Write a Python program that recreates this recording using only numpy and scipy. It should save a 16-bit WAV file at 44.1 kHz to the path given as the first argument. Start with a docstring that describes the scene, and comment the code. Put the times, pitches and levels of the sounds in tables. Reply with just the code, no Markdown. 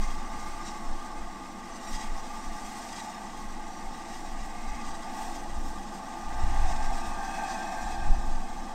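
"""Just ahead of the buffer beam of a steam locomotive that stands in steam.
The draught, noise shaped by cavity resonances, roars hollowly in smokebox and chimney and swells late on.
Wet steam, as resonant noise, broad hiss and spray, spurts unevenly from a drain pipe and spits brief ticks.
Wind buffets the microphone as low-frequency noise and single pressure pulses."""
import sys
import numpy as np
from scipy import signal
from scipy.fft import rfft, irfft, next_fast_len
from scipy.io import wavfile
from scipy.ndimage import uniform_filter1d

SR = 44100
rng = np.random.default_rng(int(sys.argv[2]) if len(sys.argv) > 2 else 0)


def dump_mix(stems):
    """Bounce the given channels to the path in sys.argv[1] as a 16-bit WAV at rate SR."""
    frames = np.atleast_2d(stems).T  # one column per channel
    limited = np.clip(frames, -1, 1)  # hard clip at full scale
    pcm = np.round(limited * 32767).astype(np.int16)
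    wavfile.write(sys.argv[1], SR, pcm)


N = 385434
TIME = np.arange(N) / SR   # s

# steady draught through the smokebox: (time [s], relative level [dB])
DRAUGHT_LEVEL = [(0.0, -45.5), (0.45, -45.5), (1.0, -47), (1.65, -50), (1.95, -46.2), (2.3, -46.5),
                 (3.5, -49.5), (4.5, -50.3), (4.85, -46), (5.5, -49.1), (5.95, -49.5), (6.5, -44.8),
                 (7.45, -45), (8.1, -49.5), (8.74, -49)]


def from_db(db):
    """Level and amplitude: 20 dB is a factor of ten in gain."""
    return 10 ** (np.asarray(db) / 20)


def rms_one(x):
    """Normalisation: the mean square is scaled to 1."""
    return x / np.sqrt(np.mean(x ** 2) + 1e-20)


def in_time(rows):
    """Linear interpolation: each column of a curve, sample by sample."""
    times, *columns = np.transpose(rows)
    return [np.interp(TIME, times, column) for column in columns]


def noise(gain_at):
    """Spectral shaping: Gaussian white noise times a gain at each frequency, at rms 1."""
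    size = next_fast_len(N, True)
    hz = np.maximum(np.fft.rfftfreq(size, 1 / SR), 1)
    spectrum = rfft(rng.standard_normal(size)) * gain_at(hz)
    return rms_one(irfft(spectrum, size)[:N])


def coloured(spectrum):
    """Broadband turbulence: a smooth spectrum that falls 12 dB per octave beyond its ends."""
    at_hz, density_db = np.transpose(spectrum)

    def gain_at(hz):
        inside = from_db(np.interp(np.log(hz), np.log(at_hz), density_db))
        beyond_ends = np.minimum(1, np.minimum(hz / at_hz[0], at_hz[-1] / hz)) ** 2
        return inside * beyond_ends

    return noise(gain_at)


def passband(hz, centre_hz, width_hz):
    """Resonance: power response, 1 at the centre and one half at the edges of its width."""
    detuning = (hz ** 2 - centre_hz ** 2) / (hz * width_hz)
    return 1 / (1 + detuning ** 4)


def resonant(modes):
    """Cavity resonance: turbulence excites steep-sided modes, whose powers add."""
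    def gain_at(hz):
        power = sum(from_db(db) ** 2 * passband(hz, centre_hz, width_hz)
                    for centre_hz, width_hz, db in modes)
        return np.sqrt(power)

    return noise(gain_at)


def drift(rate_hz):
    """Random modulation: low-passed noise wanders slowly with rms 1."""
    step = 100   # samples between the points of the slow curve
    white = rng.standard_normal(N // step + 1)
    hz = np.fft.rfftfreq(len(white), step / SR)
    slow = irfft(rfft(white) / (1 + (hz / rate_hz) ** 2), len(white))
    return np.interp(np.arange(N) / step, np.arange(len(white)), rms_one(slow))


def evened(x, seconds):
    """Envelope division: slow swells of the noise are taken out, so that the flow sets its level."""
    envelope = np.abs(signal.hilbert(x, next_fast_len(N))[:N])
    power = uniform_filter1d(envelope ** 2, max(int(seconds * SR), 1))
    return rms_one(x / np.sqrt(power + 1e-9))


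def wandering(modes, depth_db, rate_hz, count):
    """Mode competition: interleaved groups of resonances trade strength while their sum stays even."""
    ringing = 0
    for k in range(count):
        group = modes[k::count]
        share = np.sqrt(sum(width_hz * from_db(db) ** 2 for hz, width_hz, db in group))
        ringing = ringing + share * resonant(group) * from_db(depth_db * drift(rate_hz))
    return evened(ringing, seconds=0.072)


def surging(steady_db, surges, rise_share, roundness=1.1):
    """Power addition: level [dB] of a steady flow plus surges (time [s], peak [dB], dying time [s])."""
    power = from_db(steady_db) ** 2
    for start_s, peak_db, dying_s in surges:
        # distance from the peak in dying times; the rise takes rise_share of that time
        away = np.maximum((start_s - TIME) / rise_share, TIME - start_s) / max(dying_s, 1e-3)
        near = away < 10
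        power[near] += (from_db(peak_db) * np.exp(-away[near] ** roundness)) ** 2
    return 10 * np.log10(power)


def wind():
    """Turbulent pressure on a diaphragm: swings and flutter; an eddy is a push between two suctions."""
    # light breeze and its lulls: (time [s], relative level of the slow swings [dB])
    breeze = [(0.0, -57.1), (1.25, -39), (1.5, -47.5), (1.9, -43), (2.5, -38), (3.1, -54), (3.45, -37),
              (4.1, -45), (5.2, -39.5), (6.1, -45), (7.4, -41.8), (8.74, -39.3)]
    # gusts: (time [s], relative swing level [dB], relative flutter level [dB], dying time [s])
    gusts = [(0.01, -23.5, -43, 0.19), (0.46, -34.5, -48.5, 0.31), (0.91, -24, -49.5, 0.06),
             (1.21, -34, -45, 0.058), (1.94, -26, -49, 0.031), (2.12, -26.5, -54, 0.08),
             (3.87, -31, -56, 0.038), (4.38, -32.5, -49, 0.2), (4.69, -29, -49, 0.07),
             (4.89, -31, -49, 0.072), (5.3, -35, -54, 0.06), (5.61, -27.5, -38, 0.13),
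             (6.28, -30, -41, 0.036), (6.45, -21, -30, 0.077), (6.63, -19, -32.5, 0.16),
             (6.89, -20.5, -54, 0.08), (7.08, -31.5, -46, 0.18), (7.86, -30.5, -45, 0.064),
             (8.1, -24.5, -32, 0.13), (8.32, -21, -52, 0.11)]
    # slow pressure swings: (frequency [Hz], relative density [dB])
    swing_spectrum = [(5, -17), (10, -2.5), (18, 7.5), (28, -26.5), (42, -20.5), (70, -44), (140, -43.5)]
    # faster flutter: (frequency [Hz], relative density [dB])
    flutter_spectrum = [(22, -18), (45, 2), (60, -5), (85, -13), (115, -21.5), (170, -28), (400, -68)]
    # single eddies that hit the microphone: (time [s], peak level [dB], length [s])
    eddies = [(6.439, -22.5, 0.0051), (8.114, -7, 0.02)]
    rise_share = 0.87   # rise time over dying time
    breeze_flutter_db = -19.5   # against the swings of the breeze

    breeze_db, = in_time(breeze)
    breeze_db = breeze_db + 2.0 * drift(rate_hz=9)
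    swing_gusts = [(s, swing, dying) for s, swing, flutter, dying in gusts]
    flutter_gusts = [(s, flutter, dying) for s, swing, flutter, dying in gusts]
    swing_db = surging(breeze_db, swing_gusts, rise_share)
    flutter_db = surging(breeze_db + breeze_flutter_db, flutter_gusts, rise_share)
    pressure = from_db(swing_db + 0.6) * evened(coloured(swing_spectrum), seconds=0.062)
    pressure = pressure + from_db(flutter_db + 1.2) * evened(coloured(flutter_spectrum), seconds=0.16)
    for s, peak_db, length_s in eddies:
        passing = ((TIME - s) / length_s) ** 2
        pressure = pressure + from_db(peak_db) * (1 - 2 * passing) * np.exp(-passing)
    return pressure


def draught():
    """Flow noise in cavities: the fire drones in the boiler, the draught rushes through the smokebox."""
    # drone of the fire: (time [s], relative level [dB])
    fire_level = [(0, -45), (.5, -47), (1.5, -47), (3.5, -47.5), (4.7, -47), (5.5, -45), (6.3, -46.5),
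                  (7.5, -45), (8.74, -45.8)]
    # resonances of firebox and boiler: (centre [Hz], width [Hz], relative density [dB])
    boiler_modes = [(211, 50, 1.5), (250.3, 45, -2), (305, 42, -5), (338.4, 28.4, -1), (456.4, 25, -11),
                    (502.6, 6.2, -8.5), (530.4, 31, -10.5), (585, 32, -13)]
    # resonances of the smokebox: (centre [Hz], width [Hz], relative density [dB])
    smokebox_modes = [(677, 18, -0.5), (710, 16, -4), (712, 16, -17), (856, 56, 2.5), (970, 7.6, -18),
                      (1084.4, 37, -0.5), (1149, 67, -4.5), (1197, 48, 0.5), (1327, 36, -12.5),
                      (1448, 46, -15), (1560, 210, -15.5)]
    # broad rush under the resonances: (frequency [Hz], relative density [dB])
    rush_spectrum = [(60, -14), (130, -9.5), (200, -10), (400, -11.5), (560, -16), (1000, -11.5),
                     (1350, -25.5), (1800, -18.5), (2300, -50), (3000, -22.5), (6000, -31.5)]

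    level_db, = in_time(DRAUGHT_LEVEL)
    fire_db, = in_time(fire_level)
    boiler = from_db(fire_db - 0.24) * evened(resonant(boiler_modes), seconds=0.95)
    smokebox = from_db(level_db + 3) * evened(resonant(smokebox_modes), seconds=0.26)
    # the broad rush swells a little with the draught
    rush_db = -51.5 + 0.26 * (level_db - level_db.mean())
    rush = from_db(rush_db) * coloured(rush_spectrum)
    return boiler + smokebox + rush


def chimney(draught_share=0.33):
    """Blown pipe: breathy note and overtones rise with the blast; at its height it overblows and whistles."""
    # strength of the blast up the chimney: (time [s], strength [dB])
    blast = [(0.0, -46.5), (1.1, -44.5), (1.55, -47.5), (2.0, -45.5), (2.9, -43.3), (3.17, -41),
             (3.35, -46.1), (3.7, -43.5), (4.5, -43), (5.0, -44), (5.2, -38.5), (5.52, -44), (6.2, -42),
             (6.62, -36.5), (7.1, -39.5), (7.4, -36), (8.03, -38), (8.25, -41), (8.74, -42)]
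    # main note: (centre [Hz], width [Hz], relative density [dB])
    note_modes = [(677, 43, -4.5), (737, 84, -1.5), (820, 107, 2.5), (899, 37, -6)]
    # overtones: (centre [Hz], width [Hz], relative density [dB])
    overtone_modes = [(1569, 43, 3), (1685, 79, -4.5), (1797, 72, -2.5), (1943, 38, -13.5),
                      (2420, 140, -12), (2553, 60, -6), (2650, 170, -19.5), (3350, 190, -14),
                      (4180, 67, -15)]
    # edge that whistles while it overblows: (centre [Hz], width [Hz], relative density [dB])
    whistle_modes = [(1587, 19, 0), (2560, 55, -12.5)]
    gentle_blast_db = -44
    # levels at a gentle blast, and the dB gained for each dB more
    note_start_db, note_growth = -46, 1.33
    overtone_start_db, overtone_growth = -58, 1
    # the overblowing: centre, half length (to 1/e), lift of the overtones, peak level of the whistle
    overblow_at_s, overblow_half_s, overblow_lift_db, whistle_db = 7.56, 0.69, 5, -50

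    blast_db, = in_time(blast)
    draught_db, = in_time(DRAUGHT_LEVEL)
    harder_db = blast_db - gentle_blast_db
    overblowing = np.exp(-((TIME - overblow_at_s) / overblow_half_s) ** 2)
    note_db = note_start_db + note_growth * harder_db
    overtone_db = overtone_start_db + overtone_growth * harder_db
    overtone_db = overtone_db + draught_share * (draught_db - draught_db.mean())
    overtone_db = overtone_db + overblow_lift_db * overblowing
    note = from_db(note_db) * evened(resonant(note_modes), seconds=0.27)
    overtones = from_db(overtone_db) * evened(resonant(overtone_modes), seconds=0.21)
    whistle = from_db(whistle_db) * overblowing * evened(resonant(whistle_modes), seconds=0.08)
    return note + overtones + whistle


def spits(decay_s=0.0012, low_hz=5000):
    """Impulsive noise: each drop of condensate bursts in a tiny bright tick that decays exponentially."""
    # spitting drops: (time [s], relative level [dB])
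    drops = [(6.445, -44), (7.257, -41)]
    bursts = sum(from_db(db) * (TIME >= s) * np.exp(-np.abs(TIME - s) / decay_s) for s, db in drops)
    ticks = bursts * rng.standard_normal(N) / 2
    highpass = signal.butter(2, low_hz, "high", fs=SR, output="sos")
    return signal.sosfilt(highpass, ticks + 1e-18)


def drain_pipe(spray_share=0.56):
    """Jet noise: wet steam sputters through the pipe's resonances; the open jet hisses and throws spray."""
    # leak between spurts: (time [s], relative hiss level [dB], relative throat level [dB])
    leak = [(0.0, -58, -52.5), (0.9, -54.5, -57.5), (1.55, -56.5, -57), (2.0, -54, -52.5),
            (2.3, -52.5, -56.5), (2.7, -51, -53.5), (3.3, -54.5, -57.0), (4.2, -53.5, -55.5),
            (4.8, -54.5, -53.5), (5.95, -55, -59), (6.5, -52.6, -52), (6.9, -50.5, -53.5),
            (7.9, -50.5, -57.5), (8.25, -54, -61.5), (8.74, -56, -58.5)]
    # spurts: (time [s], relative hiss level [dB], relative spray level [dB], dying time [s])
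    spurts = [(0.03, -48.5, -65.5, 0.17), (0.47, -52, -70, 0.24), (0.68, -43, -79, 0.031),
              (1.76, -48, -73, 0.03), (1.85, -49.7, -71, 0.034), (1.94, -43.5, -63.5, 0.052),
              (2.03, -46.5, -76, 0.049), (2.69, -63, -68, 0.052), (2.81, -57, -65.5, 0.14),
              (2.98, -44.5, -72, 0.07), (3.37, -56, -74, 0.04), (4.14, -52, -75, 0.03),
              (4.85, -50.5, -76, 0.19), (5.22, -54, -64, 0.11), (5.35, -54, -64.5, 0.065),
              (5.66, -62, -69, 0.12), (5.95, -56, -68, 0.036), (6.69, -49, -70, 0.2),
              (6.97, -53, -67, 0.06), (7.54, -48.5, -67.5, 0.11)]
    # the drain's throat: (centre [Hz], width [Hz], relative density [dB])
    throat_modes = [(1934, 102, 6.5), (2105, 140, 3), (2340, 126, -5.5), (2542, 96, -1.5), (2820, 164, -3)]
    # overtones of the pipe: (centre [Hz], width [Hz], relative density [dB])
    pipe_modes = [(3270, 150, -1), (3667, 140, -0.5), (3880, 140, -2.5), (4540, 150, -3.5), (4880, 69, 2),
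                  (4970, 140, -1.5), (5320, 220, 1.5), (5620, 77, 2), (5830, 114, 3), (6166, 110, 2),
                  (6500, 140, -1.5), (6920, 120, -0.5), (7620, 120, -1)]
    # broad hiss of the jet: (frequency [Hz], relative density [dB])
    hiss_spectrum = [(1200, 4.5), (2400, -1), (3050, -4), (4300, 2), (5000, -0.5), (6000, 3.5), (6800, 0.5),
                     (7400, 4), (8100, 3.5), (8750, 3), (9300, -8.5), (10300, -19), (15000, -38)]
    # its fine spray: (frequency [Hz], relative density [dB])
    spray_spectrum = [(5000, -1.5), (8000, -4.5), (9500, 0.5), (10500, -10), (11500, -4.5), (12500, -2),
                      (13700, -6), (14500, -9), (16000, -12)]
    rise_share = 0.95   # rise time over dying time
    leak_spray_db = -18.0   # level of the leak's spray before trims, against its hiss
    throat_follows = 0.2   # dB the throat gains for each dB of a spurt

    leak_db, throat_db = in_time(leak)
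    hiss_spurts = [(s, hiss, dying) for s, hiss, spray, dying in spurts]
    spray_spurts = [(s, spray, dying) for s, hiss, spray, dying in spurts]
    ring_db = surging(leak_db, hiss_spurts, rise_share)
    spray_db = surging(leak_db + leak_spray_db, spray_spurts, rise_share)
    throat_db = throat_db + throat_follows * (ring_db - leak_db)
    # the harder the spurt, the more it sputters
    sputter_depth_db = 0.8 + 0.1 * np.maximum(ring_db - np.median(ring_db), 0)
    sputter_db = sputter_depth_db * drift(rate_hz=20)

    throat_tone = wandering(throat_modes, depth_db=3.0, rate_hz=3.7, count=2)
    throat = from_db(throat_db + 1.0 + 1.04 * drift(rate_hz=12)) * throat_tone
    ring_tone = wandering(pipe_modes, depth_db=3.5, rate_hz=9.4, count=5)
    ring = from_db(ring_db - 3.0 + 1.43 * drift(rate_hz=22)) * ring_tone
    # the open jet grows with both the flow and the spray
    jet_db = (1 - spray_share) * ring_db + spray_share * spray_db
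    hiss = from_db(jet_db + 9.0 + 0.72 * drift(rate_hz=34)) * coloured(hiss_spectrum)
    spray = from_db(spray_db + 5.5 + 1.1 * drift(rate_hz=14)) * coloured(spray_spectrum)
    return (throat + ring + hiss + spray) * from_db(sputter_db)


def scene():
    """Superposition: the pressures of wind and engine add at one microphone."""
    return (wind() + draught() + chimney() + spits() + drain_pipe())[None]


def record(dry):
    """Band limiting: a steep elliptic low-pass cuts the top."""
    cutoff_hz = 15700
    # order 10, 0.1 dB ripple, 90 dB stopband
    lowpass = signal.ellip(10, 0.1, 90, cutoff_hz, fs=SR, output="sos")
    return signal.sosfilt(lowpass, dry)


dry = scene()
out = record(dry)
dump_mix(out)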